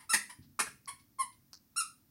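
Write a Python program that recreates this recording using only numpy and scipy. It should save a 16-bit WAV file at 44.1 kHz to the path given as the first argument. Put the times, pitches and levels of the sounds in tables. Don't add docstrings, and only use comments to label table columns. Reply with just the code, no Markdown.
import sys
import numpy as np
from scipy import signal
from scipy.fft import rfft, irfft, next_fast_len
from scipy.io import wavfile
from scipy.ndimage import map_coordinates

SR = 44100
rng = np.random.default_rng(int(sys.argv[2]) if len(sys.argv) > 2 else 0)


def unload_audio(sound):
    columns = np.transpose(np.atleast_2d(sound))
    steps = np.round(np.clip(columns, -1, 1) * 32767)
    wavfile.write(sys.argv[1], SR, steps.astype(np.int16))


N = 92610
T = np.arange(N) / SR

# t/s, rise/s, hold/s, fall/s, f/Hz, level/dB,
# scoop, sag and flutter (shares of the pitch), air/dB, slit whistle/dB
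BITES = [(0.092, .015, 0.0087, 0.023, 1346, -32.5, .09, .14, 0.0038, -22, -23.5),
         (1.76, 0.02, 0.0056, .052, 1407, -33, 0.14, .18, 0.015, -29, -13)]
INTAKES = [(0, 0.001, 0.0079, 0.06, 971, -66, -0.011, 0.072, 0.038, 5.5, 0),
           (.293, 0.01, 0.0015, 0.018, 985.4, -52.5, .02, .04, 0.029, 3, -11),
           (.874, 0.014, 0.0042, 0.0157, 1091, -40.5, -0.031, 0.092, 0.022, -8, -10),
           (1.185, .023, .005, 0.025, 1071, -36.5, .01, .14, 0.0072, -19.5, -7)]
# f/Hz, level/dB
BITE_SPECTRUM = [(1350, -3), (2700, -10.5), (4100, -8), (5500, -3.5), (6900, -8.5), (8200, -4.5),
                 (9600, 3.5), (11000, -8), (12300, -19.5), (15000, -29)]
INTAKE_SPECTRUM = [(1050, -2.5), (2100, -10), (3200, -17.5), (4250, -14.5), (5300, -17), (6400, -25),
                   (7500, -17.5), (8500, -15), (9700, -1), (10700, -9.5), (11800, -20.5), (15000, -40)]
AIR_SPECTRUM = [(200, -22.5), (650, -17.5), (1000, 1.5), (1450, -9), (2000, 4), (2600, -11), (3100, -5.5),
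                (3700, -16), (5100, -5.5), (6500, -18.5), (8000, -12), (10000, -3.5), (11200, -13),
                (13000, -23), (16000, -36.5)]
# t/s, rise/s, hold/s, fall/s, slap rate/Hz, scatter/periods, level/dB, ring/dB
HARD_BITES = [(0.1332, 0.0042, .007, 0.022, 640, 0.17, -27.5, -4.5),
              (0.592, 0.008, 0.0034, 0.018, 430, .08, -29, -23.5)]
# f/Hz, level/dB
RASP_SPECTRUM = [(100, -28.5), (200, 0.5), (400, -10.5), (750, -5.5), (1200, -1.5), (1900, 2), (3200, -7),
                 (5000, -2.5), (7500, -6), (9200, -4), (11000, -3), (12500, -20.5), (15500, -29)]
# f/Hz, width/Hz, level/dB
REED_MODES = [(1850, 260, -4), (5360, 67, -9), (8920, 400, 6)]
# t/s, level/dB
PAW_STEPS = [(.388, -47), (0.43, -58.5), (.49, -59), (.668, -54), (.722, -62), (.93, -58), (1.375, -60.5)]
# f/Hz, level/dB, t60/s
SOFA_MODES = [(58, -22.5, 0.3), (102, -7, 0.2), (140, 4.5, .06), (230, 0, .07)]
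# t/s, half length/s, level/dB
PLUSH_RUBS = [(0.433, 0.016, -69.5), (1.001, .01, -69), (1.33, 0.006, -67.5)]
# f/Hz, level/dB
PLUSH_SPECTRUM = [(500, -15), (3000, -7.5), (4800, 2), (6500, -16.5), (15000, -14.5)]
PUFF_SPECTRUM = [(150, -13.5), (800, -17), (1500, -3), (2500, -17), (15000, -29)]
# t/s, level/dB, rebound/dB, crack/dB
CLOSE_TICKS = [(.858, -47, -26, -28), (1.5316, -40, -5.5, -12.5), (1.5419, -43, -5, -14.5),
               (1.5518, -45.5, -9, -19.5), (1.563, -53, -6, -22.5), (1.571, -56, 2, -22)]
# f/Hz, level/dB
FLOOR_SPECTRUM = [(25, -5.5), (60, -3), (110, 1.5), (170, -3.5), (230, 0), (310, -3), (400, -19),
                  (700, -21), (1500, -23), (3200, -27.5), (5500, -21.5), (7500, -26.5), (10000, -25),
                  (15500, -15.5)]
# f/Hz, t60/s
ROOM_DECAY = [(150, 0.55), (800, 0.22), (2000, .32), (5500, 0.28), (10000, 0.28), (15000, 0.27)]


def amp(db):
    return 10 ** (np.asarray(db) / 20)


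def unit(x):
    return x / np.sqrt(np.mean(x ** 2) + 1e-20)


def along(points, hz):
    f, values = np.transpose(points)
    return np.interp(np.log(hz + 1), np.log(f + 1), values)


def filtered(x, response):
    size = next_fast_len(N + SR // 2)
    return irfft(rfft(x, size) * response(np.fft.rfftfreq(size, 1 / SR)), size)[:N]


def coloured(x, spectrum):
    return unit(filtered(x, lambda hz: amp(along(spectrum, hz))))


def noise(spectrum):
    return coloured(rng.standard_normal(N), spectrum)


def wobble(t, knots_per_s):
    return map_coordinates(rng.standard_normal(N // 4), [t * knots_per_s], mode="wrap")


def stroke(start, rise, hold, fall):
    return np.clip((T - start) / rise, 0, 1), np.clip((T - start - rise - hold) / fall, 0, 1)


def squeak(start, rise, hold, fall, hz, db, scoop, sag, flutter, air_db, slit_db, spectrum):
    slit_hz, slit_width_hz = 9750, 930
    up, down = stroke(start, rise, hold, fall)
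    on = (up > 0) & (down < 1)
    pressure = np.sin(np.pi / 2 * up) * (1 - down) ** 1.21
    unsteady = flutter * (1 + down) * wobble(T, knots_per_s=450)
    pitch = hz * (1 - scoop * (1 - up) ** 2 - sag * down + unsteady)[on]
    harmonic = np.arange(1, 15)[:, None]
    phases = 2 * np.pi * (harmonic * np.cumsum(pitch) / SR + rng.random(harmonic.shape))
    gains = amp(along(spectrum, harmonic * pitch)) / np.linalg.norm(amp(along(spectrum, harmonic * hz)))
    flicker = amp(2.5 * wobble(T[on] + harmonic, knots_per_s=220))
    swell = pressure[on] ** (0.46 + 0.3 * np.log2(harmonic))
    out = amp(air_db) * pressure * noise(AIR_SPECTRUM)
    slit = filtered(rng.standard_normal(N), lambda f: np.exp(-0.5 * ((f - slit_hz) / slit_width_hz) ** 2))
    out += amp(slit_db) * (up * pressure) ** 2 * unit(slit)
    out[on] += np.sqrt(2) * np.sum(gains * flicker * swell * np.sin(phases), axis=0)
    return amp(db) * out


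def toy_hollow(x, t60=0.021):
    t = T[:SR // 20]
    return signal.fftconvolve(x, rng.standard_normal(len(t)) * amp(-60 * t / t60))[:N]


def reed_response(f):
    return sum(amp(db) * 1j * f * width / (hz ** 2 - f ** 2 + 1j * f * width)
               for hz, width, db in REED_MODES)


def rasps(air_db=-4):
    out = np.zeros(N)
    for start, rise, hold, fall, slap_hz, scatter, db, ring_db in HARD_BITES:
        jitter, force = rng.standard_normal((2, N // 20))
        slap_s = start + (np.arange(len(jitter)) + scatter * jitter) / slap_hz
        at = np.round(slap_s * SR).astype(int)
        slaps = np.bincount(at[at < N], amp(2 * force)[at < N], N)
        drive = unit(toy_hollow(slaps - slaps.mean())) + amp(air_db) * rng.standard_normal(N)
        ring = amp(ring_db) * unit(filtered(drive, reed_response))
        up, down = stroke(start, rise, hold, fall)
        pressure = (up > 0) * (0.5 + 0.5 * up) * (1 - down) ** 2
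        out += amp(db) * pressure * (coloured(drive, RASP_SPECTRUM) + ring)
    return out


def paws(rise_s=0.0026):
    out = np.zeros(N)
    for start, db in PAW_STEPS:
        t = np.maximum(T - start, 0)
        attack = 1 - np.exp(-(t / rise_s) ** 2)
        sofa = sum(amp(mode_db - 60 * t / t60) * np.sin(2 * np.pi * hz * t)
                   for hz, mode_db, t60 in SOFA_MODES)
        out += amp(db) * attack * sofa
    return out


def rubs():
    swell = sum(amp(db) * np.exp(-((T - peak_s) / half_s) ** 2) for peak_s, half_s, db in PLUSH_RUBS)
    return swell * noise(PLUSH_SPECTRUM)


def reed_pop(start=0.5902, length_s=0.0042, hz=1184, db=-23.5):
    t = np.clip(T - start, 0, length_s)
    return amp(db) * np.sin(np.pi * t / length_s) ** 2 * np.sin(2 * np.pi * hz * t)


def puff(peak_s=0.67, half_s=0.0061, db=-46.5):
    return amp(db) * np.exp(-((T - peak_s) / half_s) ** 2) * noise(PUFF_SPECTRUM)


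def ticks(end_hz=3610, glide_hz=3430, glide_s=0.00082, rise_s=0.00054, knock_hz=1255, rebound_s=0.0039):
    out = np.zeros(N)
    for start, db, rebound_db, crack_db in CLOSE_TICKS:
        t = np.maximum(T - start, 0)
        cycles = end_hz * t + glide_hz * glide_s * (1 - np.exp(-t / glide_s))
        envelope = (t / rise_s * np.exp(1 - t / rise_s)) ** 2
        crack = rng.standard_normal(N) + np.sin(2 * np.pi * knock_hz * t)
        tick = amp(db) * envelope * (np.sin(2 * np.pi * cycles) + amp(crack_db) * crack)
        out += tick + amp(rebound_db) * np.interp(T - rebound_s, T, tick)
    return out


def room(x, early_db=-2.5, early_t60=0.11, tail_db=-3.5, delay_s=0.003):
    hz, frame_s, bands = signal.stft(rng.standard_normal(SR // 2), SR, nperseg=256)
    decay = amp(-60 * frame_s / along(ROOM_DECAY, hz)[:, None])
    tail = signal.istft(bands * decay, SR, nperseg=256)[1]
    t = T[:len(tail)]
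    early = rng.standard_normal(len(t)) ** 3 * amp(-60 * t / early_t60)
    echoes = amp(tail_db) * tail / np.linalg.norm(tail) + amp(early_db) * early / np.linalg.norm(early)
    return x + signal.fftconvolve(x, np.pad(echoes, (int(delay_s * SR), 0)))[:N]


def scene(tick_room_db=-9, floor_db=-67):
    sources = [squeak(*row, BITE_SPECTRUM) for row in BITES]
    sources += [squeak(*row, INTAKE_SPECTRUM) for row in INTAKES]
    sources += [rasps() + reed_pop() + puff(), paws() + rubs()]
    from_sofa = sum(room(x) for x in sources)
    close = ticks()
    floor = amp(floor_db) * noise(FLOOR_SPECTRUM)
    return (from_sofa + close + amp(tick_room_db) * room(close) + floor)[None]


def record(dry, low_cut_hz=22, top_hz=15900):
    return filtered(dry[0], lambda hz: (1j * hz / (1j * hz + low_cut_hz)) ** 2 * (hz < top_hz))[None]


dry = scene()
out = record(dry)
unload_audio(out)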